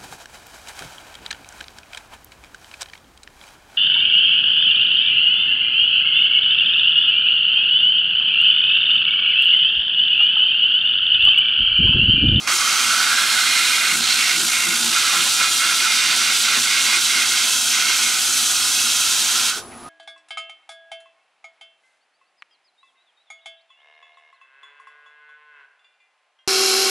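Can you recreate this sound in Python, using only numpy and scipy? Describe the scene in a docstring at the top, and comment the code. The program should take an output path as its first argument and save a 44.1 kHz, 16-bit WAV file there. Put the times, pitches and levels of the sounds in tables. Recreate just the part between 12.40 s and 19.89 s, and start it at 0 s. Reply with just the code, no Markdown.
"""A gritty, hollow hiss: folded sandpaper held against a wooden cup spinning on a lathe.
The grit rings the thin wall and the air in the bore, and the paper judders when it catches inside.
Near the end the free hand knocks softly on the machine and the paper lifts off.
Under it run the lathe's motor, the whine of its speed drive and a rush of air, in a small workshop."""
import sys
import numpy as np
from scipy import signal
from scipy.fft import rfft, irfft, next_fast_len
from scipy.io import wavfile

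SR = 44100
rng = np.random.default_rng(int(sys.argv[2]) if len(sys.argv) > 2 else 0)


def store_pcm(level_fs):
    """Save levels as 16-bit WAV."""
    pcm = np.round(np.clip(level_fs, -1, 1) * 32767).astype(np.int16)
    wavfile.write(sys.argv[1], SR, np.atleast_2d(pcm).T)


N = 330307
FFT_SIZE = next_fast_len(N + SR // 4, real=True)
T, HZ = np.arange(N) / SR, np.fft.rfftfreq(FFT_SIZE, 1 / SR)
BITE_S = 0.07  # paper pressed onto the wood

# where the paper bears: (time [s], reach [0 lip .. 1 deep inside])
PAPER_REACH = [(0, 0), (.5, 0.11), (.8, 1), (1.4, 0.94), (1.75, 0.83), (2.1, 0.47), (2.6, 0.54),
               (4.6, 0.48), (4.9, 0.29), (5.2, 0.0097), (5.55, 0.13), (5.9, 0.13), (7.2, 0.25)]
# hiss under the hand's force: (time [s], relative level [dB])
HAND_FORCE = [(0.1, -21.5), (1.3, -20), (1.59, -23), (1.71, -18.5), (1.73, -20), (2.0, -22), (2.33, -23.5),
              (2.58, -19.5), (2.95, -21), (3.05, -20), (3.09, -22), (3.61, -19.5), (3.85, -20),
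              (5.13, -20.5), (5.24, -22.5), (5.32, -20), (5.89, -22), (7.07, -20.5)]
# finest hiss: (frequency [Hz], relative level [dB])
FINE_SPECTRUM = [(4000, -32), (6500, 2.5), (8000, 2), (10000, 0), (11000, -4.5), (12500, -7), (14000, -15),
                 (16000, -25)]
# thin wall: (frequency [Hz], width [Hz], relative level [dB])
WALL_MODES = [(2153, 170, -2), (2448, 60, -2.5), (1917, 40, -8.5), (2080, 40, -8), (2774, 123, -6)]
def sanding():
    """Grit hisses and rings the cup; each push rings wall and bore, fills the hiss and dulls its top."""
    force_db, = curves(HAND_FORCE)
    reach, = curves(PAPER_REACH)
    firmness, wall_ring, bore_ring, dull_db = pushes()
    ease_db = -9 * ramp(7.092, 0.042)  # the hand eases off
    build_db = -5 * (1 - ramp(BITE_S, 0.07))
    full = hiss(reach)
    treble = filtered(full, highpass(2870))
    body = (full - treble) * undb(-0.5 * (1 - firmness))
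    coarse = (treble + body) * undb(force_db + ease_db + 1.41)
    fine_db = -23 - reach + ease_db + build_db - dull_db  # 1 dB less deep inside
    fine = shape(grit(patchy_db=2.0), undb(over_hz(FINE_SPECTRUM))) * undb(fine_db)
    wall = shape(grit(patchy_db=2.0), peaks(WALL_MODES)) * np.hypot(wall_ring, undb(-41.5 + ease_db))
    scrape = fold(scrape_db=-41 + 2.5 * firmness + ease_db)
    hollow = bore(width_hz=140.5, patchy_db=0.9) * np.hypot(bore_ring, undb(-33 + 3 * reach))
    return (coarse + fine + wall + scrape + hollow) * pressure()


# grit on wood: (frequency [Hz], relative level [dB])
HISS_SPECTRUM = [(1400, -32.5), (1850, -9.5), (2300, -2.5), (2650, 0), (3300, 1), (4500, 0), (5600, 0.5),
                 (7000, -3.5), (7900, -1.5), (9000, -7.5), (12000, -20.5)]
# cup overtones, fingers on the lip, in the bore, deep inside: (frequency [Hz], width [Hz], gain [dB])
LIP_MODES = [(2590, 89, 0), (3130, 61, 4.5), (3308, 91, 4.5), (3960, 40, -2), (3920, 56, 7), (4390, 88, 5),
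             (4750, 60, 3), (5260, 96, 6.5), (5720, 80, -4), (6080, 170, 6), (6670, 160, 4)]
BORE_MODES = [(2740, 64, -8), (3180, 120, -5.5), (3430, 43, -2), (3700, 62, 4), (3990, 66, -2),
              (4160, 80, -5.5), (4540, 76, -1), (4880, 84, -1), (5790, 91, -1.5), (6140, 70, -1)]
DEEP_MODES = [(2760, 98, -8), (3260, 93, 2.5), (3690, 55, 4), (3870, 45, 1), (4140, 90, 7.5), (4450, 90, 1),
              (4960, 70, -8), (5300, 71, 0), (5970, 41, -8), (6830, 55, -2)]
def hiss(reach):
    """Grit through the cup's overtones: bright on the lip, throatier as the paper reaches in."""
    octaves = np.log2((HZ + 500) / 4000)
    out = 0
    for place, modes, tilt_db in (0, LIP_MODES, 0), (0.5, BORE_MODES, -1.36), (1, DEEP_MODES, -1.5):
        share = np.maximum(1 - 2 * np.abs(reach - place), 0)
        spectrum = undb(over_hz(HISS_SPECTRUM) + tilt_db * octaves) * (1 + peaks(modes))
        out += np.sqrt(share) * shape(grit(patchy_db=1.55), spectrum)
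    return out


def grit(patchy_db):
    """Countless grains strike the wood in clumps of uneven strength."""
    return noise() * undb(patchy_db * drift(2500))


# paper against the inner wall:
# (start [s], length [s], wall ring [dB], bore ring [dB], fine hiss loss [dB])
WALL_PUSHES = [(0.034, 0.11, -23.5, -21.5, 2), (0.178, 0.37, -26.5, -25, 3), (0.55, .3, -27.5, -21.5, 3),
               (0.85, .22, -27.5, -25.5, 1.5), (1.071, 0.48, -23, -28.5, 1.5), (1.604, 0.14, -30, -40, 4.5),
               (1.767, .2, -22.5, -34.5, 2.5), (2.097, 0.17, -22.5, -35, 1), (2.28, 0.071, -24.5, -33, 1),
               (2.524, 0.31, -28, -26, 2), (2.974, .12, -27, -26.5, 3), (3.196, 0.16, -26.5, -25.5, 2.5),
               (3.395, .15, -24.5, -27.5, 3), (3.572, 0.17, -23.5, -28.5, 4.5),
               (3.793, .15, -25, -28.5, 3.5), (4.045, 0.13, -25, -26.5, 5), (4.253, 0.17, -24, -28.5, 3.5),
               (4.456, .14, -23.5, -29, 3), (4.682, .18, -24, -29, 2.5), (4.888, 0.18, -28, -34, 1.5),
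               (5.324, .22, -25, -30, 3), (5.55, 0.24, -29, -35.5, 1), (6.848, 0.33, -47, -34, 1)]
def pushes():
    """The hand's pushes as firmness (0-1), wall and bore ring (gains) and fine hiss loss (dB)."""
    starts, lengths, wall_db, bore_db, loss_db = np.transpose(WALL_PUSHES)
    push = np.array([spell(start, length, edge_s=0.058) for start, length in zip(starts, lengths)])
    firmness = np.minimum(push.sum(axis=0), 1)
    return firmness, undb(wall_db) @ push, undb(bore_db) @ push, loss_db @ push


def pressure(spindle_hz=29.38):
    """Contact gain: a graze, the bite, a throb twice a turn from the slightly oval cup, the lift."""
    turns = np.cumsum(spindle_hz * (1 + 0.012 * drift(5.1))) / SR
    throb_depth = 0.03 + 0.15 * spell(1.5, 1.05, edge_s=0.2)
    throb = 1 + throb_depth * np.sin(4 * np.pi * turns)
    graze_db = -12.5 * (1 - ramp(BITE_S, 0.0044))
    lift_db = -30 * ramp(7.183, 0.063)
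    return throb * undb(graze_db + lift_db + 0.41 * drift(30))


# air in the cup: (time [s], resonance [Hz])
BORE_PITCH = [(0.08, 1358), (.45, 1385), (.62, 1443), (.85, 1510), (1.05, 1457), (2.6, 1421), (2.8, 1386),
              (3.2, 1439), (5.8, 1427), (6.1, 1380), (6.55, 1414), (6.85, 1466), (7.15, 1405)]
def bore(width_hz, patchy_db):
    """Air in the cup rings in a band that moves as the hand shades the mouth."""
    centre_hz, = curves(BORE_PITCH)
    band = 1 / np.sqrt(1 + (HZ / width_hz) ** 3.9)
    phase = 2 * np.pi * np.cumsum(centre_hz) / SR
    ring = shape(noise(), band) * np.cos(phase) + shape(noise(), band) * np.sin(phase)
    return unit(ring * undb(patchy_db * drift(149)))


# scraping fold: (frequency [Hz], relative level [dB])
FOLD_SPECTRUM = [(350, -10.5), (600, -11.5), (760, -4), (930, -10.5), (1020, 6.5), (1130, -10.5),
                 (1300, -9), (1800, 1.5), (2400, -30)]
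# fold snagging: (time [s], level [dB])
FOLD_SNAGS = [(0.09, -29), (2.75, -27.5), (2.87, -30.5), (3.02, -34), (3.33, -35), (3.75, -32),
              (4.17, -27.5)]
def fold(scrape_db, snag_half_s=0.025):
    """The paper's fold scrapes roughly and now and then snags."""
    snags = sum(undb(db) * np.exp(-((T - time) / snag_half_s) ** 2) for time, db in FOLD_SNAGS)
    scrape = shape(grit(patchy_db=5.5), undb(over_hz(FOLD_SPECTRUM)))
    return scrape * np.hypot(snags, undb(scrape_db))


# paper catching: (start [s], length [s], level [dB])
PAPER_CATCHES = [(1.498, 0.15, -39), (1.955, 0.13, -35.5), (2.25, .12, -36.5), (2.39, .15, -39.5),
                 (2.74, 0.097, -37), (3.233, 0.066, -47), (3.65, 0.073, -43), (4.165, 0.052, -37),
                 (4.75, 0.071, -42)]
# paper and fingertips: (frequency [Hz], width [Hz], relative level [dB])
JUDDER_MODES = [(174.9, 46, -4.5), (234, 11.5, 4.5), (338, 32, 0.5)]
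def judder():
    """Paper and fingertips shudder against the bore in short spells."""
    spells = sum(undb(db) * np.exp(-(2 * (T - start) / length - 1) ** 4)
                 for start, length, db in PAPER_CATCHES)
    swing = np.tanh(0.4 * shape(noise(), peaks(JUDDER_MODES)))  # friction caps the swing
    return shape(swing, highpass(90) * (1 - highpass(580))) * spells


# knocks and brushes: (start [s], level [dB], centre [Hz], decay [s])
HAND_KNOCKS = [(6.733, -38.5, 618, 0.029), (6.733, -49, 340, 0.026), (7.16, -43, 412, 0.15),
               (7.315, -42, 2290, 0.028)]
def knocks(rise_s=0.0033):
    """The free hand bumps and brushes the machine: dull, quickly damped."""
    out = 0
    for start, db, hz, decay_s in HAND_KNOCKS:
        age = np.maximum(T - start, 0)
        envelope = undb(db) * (1 - np.exp(-age / rise_s)) * np.exp(-age / decay_s)
        out += shape(noise(), peaks([(hz, hz / 3, 0)])) * envelope
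    return out


# motor with pulley, and fan: (frequency [Hz], relative level [dB])
MOTOR_TONES = [(236.9, -50.5), (355.3, -53), (446.8, -74), (662.1, -54), (710.6, -55), (769.8, -51.5),
               (877.5, -48.5), (1050, -63)]
FAN_TONES = [(60, -64.5), (91, -61.5), (153, -61), (226, -54.5), (268, -54.5), (1240, -48)]
def lathe():
    """Wavering motor and fan tones and the speed drive's narrow whine."""
    tones = 0
    for hz, db in [*MOTOR_TONES, *FAN_TONES]:
        phase = 2 * np.pi * np.cumsum(hz + 3.46 * drift(13.79)) / SR
        tones += np.sqrt(2) * undb(db - 3.5 + 3.93 * drift(14)) * np.sin(phase)
    whine = shape(noise(), peaks([(10140, 141, -1), (10100, 580, -12)])) * undb(-47.5)
    return tones + whine


# rushing air: (frequency [Hz], relative level [dB])
AIR_SPECTRUM = [(25, -9), (60, -8), (100, 2.5), (170, -1.5), (260, -1), (380, 3), (470, -2), (850, 3),
                (1300, 2), (2000, -7.5), (4000, -11), (8000, -14), (12000, -29), (16000, -33)]
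def air():
    """A steady rush of air whose lowest rumble differs left and right."""
    spectrum = undb(over_hz(AIR_SPECTRUM))
    rush = shape(noise(), spectrum) * undb(-43.5 + 0.5 * drift(5.7))
    rumble = np.array([shape(noise(), spectrum / (1 + (HZ / 170) ** 2)) for channel in range(2)])
    return rush + undb(-58.5) * rumble


def hand_echoes(x, echo_db, drift_hz, count=14):
    """Add 1-10 ms echoes between cup, hand and arm; their strengths wander as the fingers move."""
    lags = rng.integers(SR // 1000, SR // 100, count)
    echoes = sum(np.pad(x, (lag, 0))[:N] * drift(drift_hz) for lag in lags)
    return x + undb(echo_db) * echoes / np.sqrt(count)


def reflections(x, t60_s):
    """Scatter from benches and walls, as strong as its source."""
    age = T[:SR // 2]
    envelope = (1 - np.exp(-age / 0.01)) * np.exp(-np.log(1000) * age / t60_s)
    tail = rng.standard_normal(len(age)) * envelope
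    return signal.fftconvolve(x, tail / np.sqrt(np.sum(tail ** 2)))[:N]


# stereo balance: (frequency [Hz], left minus right [dB])
STEREO_BALANCE = [(60, -10), (110, 0), (200, -2.5), (380, 2.5), (700, 0.5), (1290, -4), (2380, -4.0),
                  (4400, -3.5), (8120, 1.5), (15000, 2.5)]
# channel likeness: (frequency [Hz], squared coherence [0-1])
STEREO_LIKENESS = [(60, 0.85), (130, 0.92), (290, 1), (640, 0.97), (1410, 0.99), (3100, 0.98), (6820, 0.93),
                   (15000, 0.86)]
# stereo phase: (frequency [Hz], left's lead [rad])
STEREO_LEAD = [(0, -1.03), (5080, 0.12), (8180, 0.73), (15600, 0.45)]
def workshop(near):
    """The room's scatter makes left and right differ at both ends of the spectrum."""
    mid = rfft(near + undb(-22.5) * reflections(near, t60_s=0.34), FFT_SIZE)
    coherence = np.sqrt(np.clip(over_hz(STEREO_LIKENESS), 0, 1))
    side = rfft(reflections(near, t60_s=0.32), FFT_SIZE) * np.sqrt((1 - coherence) / (1 + coherence))
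    lean = undb(over_hz(STEREO_BALANCE) / 2) * np.exp(0.5j * over_hz(STEREO_LEAD))
    return irfft(np.array([(mid + side) * lean, (mid - side) / lean]), FFT_SIZE)[:, :N]


def undb(db):
    """Decibels to gain."""
    return 10 ** (np.asarray(db) / 20)


def unit(x):
    """Scale to rms 1."""
    return x / np.sqrt(np.mean(x ** 2))


def noise():
    """White noise."""
    return rng.standard_normal(N)


def drift(rate_hz):
    """Random wander with spread near 1, turning about rate_hz times a second."""
    levels = rng.standard_normal(N // 4)
    return 1.216 * np.interp(T * 2 * rate_hz, np.arange(len(levels)), levels)


def ramp(start_s, length_s):
    """Linear rise from 0 to 1."""
    return np.clip((T - start_s) / length_s, 0, 1)


def spell(start_s, length_s, edge_s):
    """Attack, hold and release; start and length are at half height."""
    return ramp(start_s - edge_s / 2, edge_s) - ramp(start_s + length_s - edge_s / 2, edge_s)


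def curves(table):
    """Each value column of a time table, per sample."""
    times, *columns = np.transpose(table)
    return [np.interp(T, times, column) for column in columns]


def over_hz(table):
    """A frequency table on a log axis, per bin."""
    hz, value = np.transpose(table)
    return np.interp(np.log(HZ + 1), np.log(hz + 1), value)


def peaks(modes):
    """Gain per bin of steep-skirted resonances: (frequency [Hz], width [Hz], gain [dB])."""
    return np.sqrt(sum((undb(db) / (1 + 2 * ((HZ - hz) / width) ** 2)) ** 2 for hz, width, db in modes))


def highpass(hz):
    """Gain per bin of a steep high-pass."""
    return HZ ** 4 / (HZ ** 4 + hz ** 4)


def filtered(x, gain):
    """Filter by a gain per bin."""
    return irfft(rfft(x, FFT_SIZE) * gain, FFT_SIZE)[:N]


def shape(x, gain):
    """Filter, then scale to rms 1."""
    return unit(filtered(x, gain))


def scene():
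    """Sanding and lathe close by in the workshop, over rushing air."""
    rub = filtered(sanding(), highpass(150))  # the sanding carries almost no bass
    cup = undb(-0.57) * hand_echoes(rub, echo_db=-10.5, drift_hz=1.095)
    return workshop(cup + judder() + knocks() + lathe()) + air()


def record(dry):
    """Round the tallest peaks and cut the top."""
    ceiling, top_hz = 0.66, 15600
    rounded = dry / (1 + (dry / ceiling) ** 6) ** (1 / 6)
    return signal.sosfilt(signal.ellip(10, 0.1, 80, top_hz, fs=SR, output="sos"), rounded)


dry = scene()
out = record(dry)
store_pcm(out)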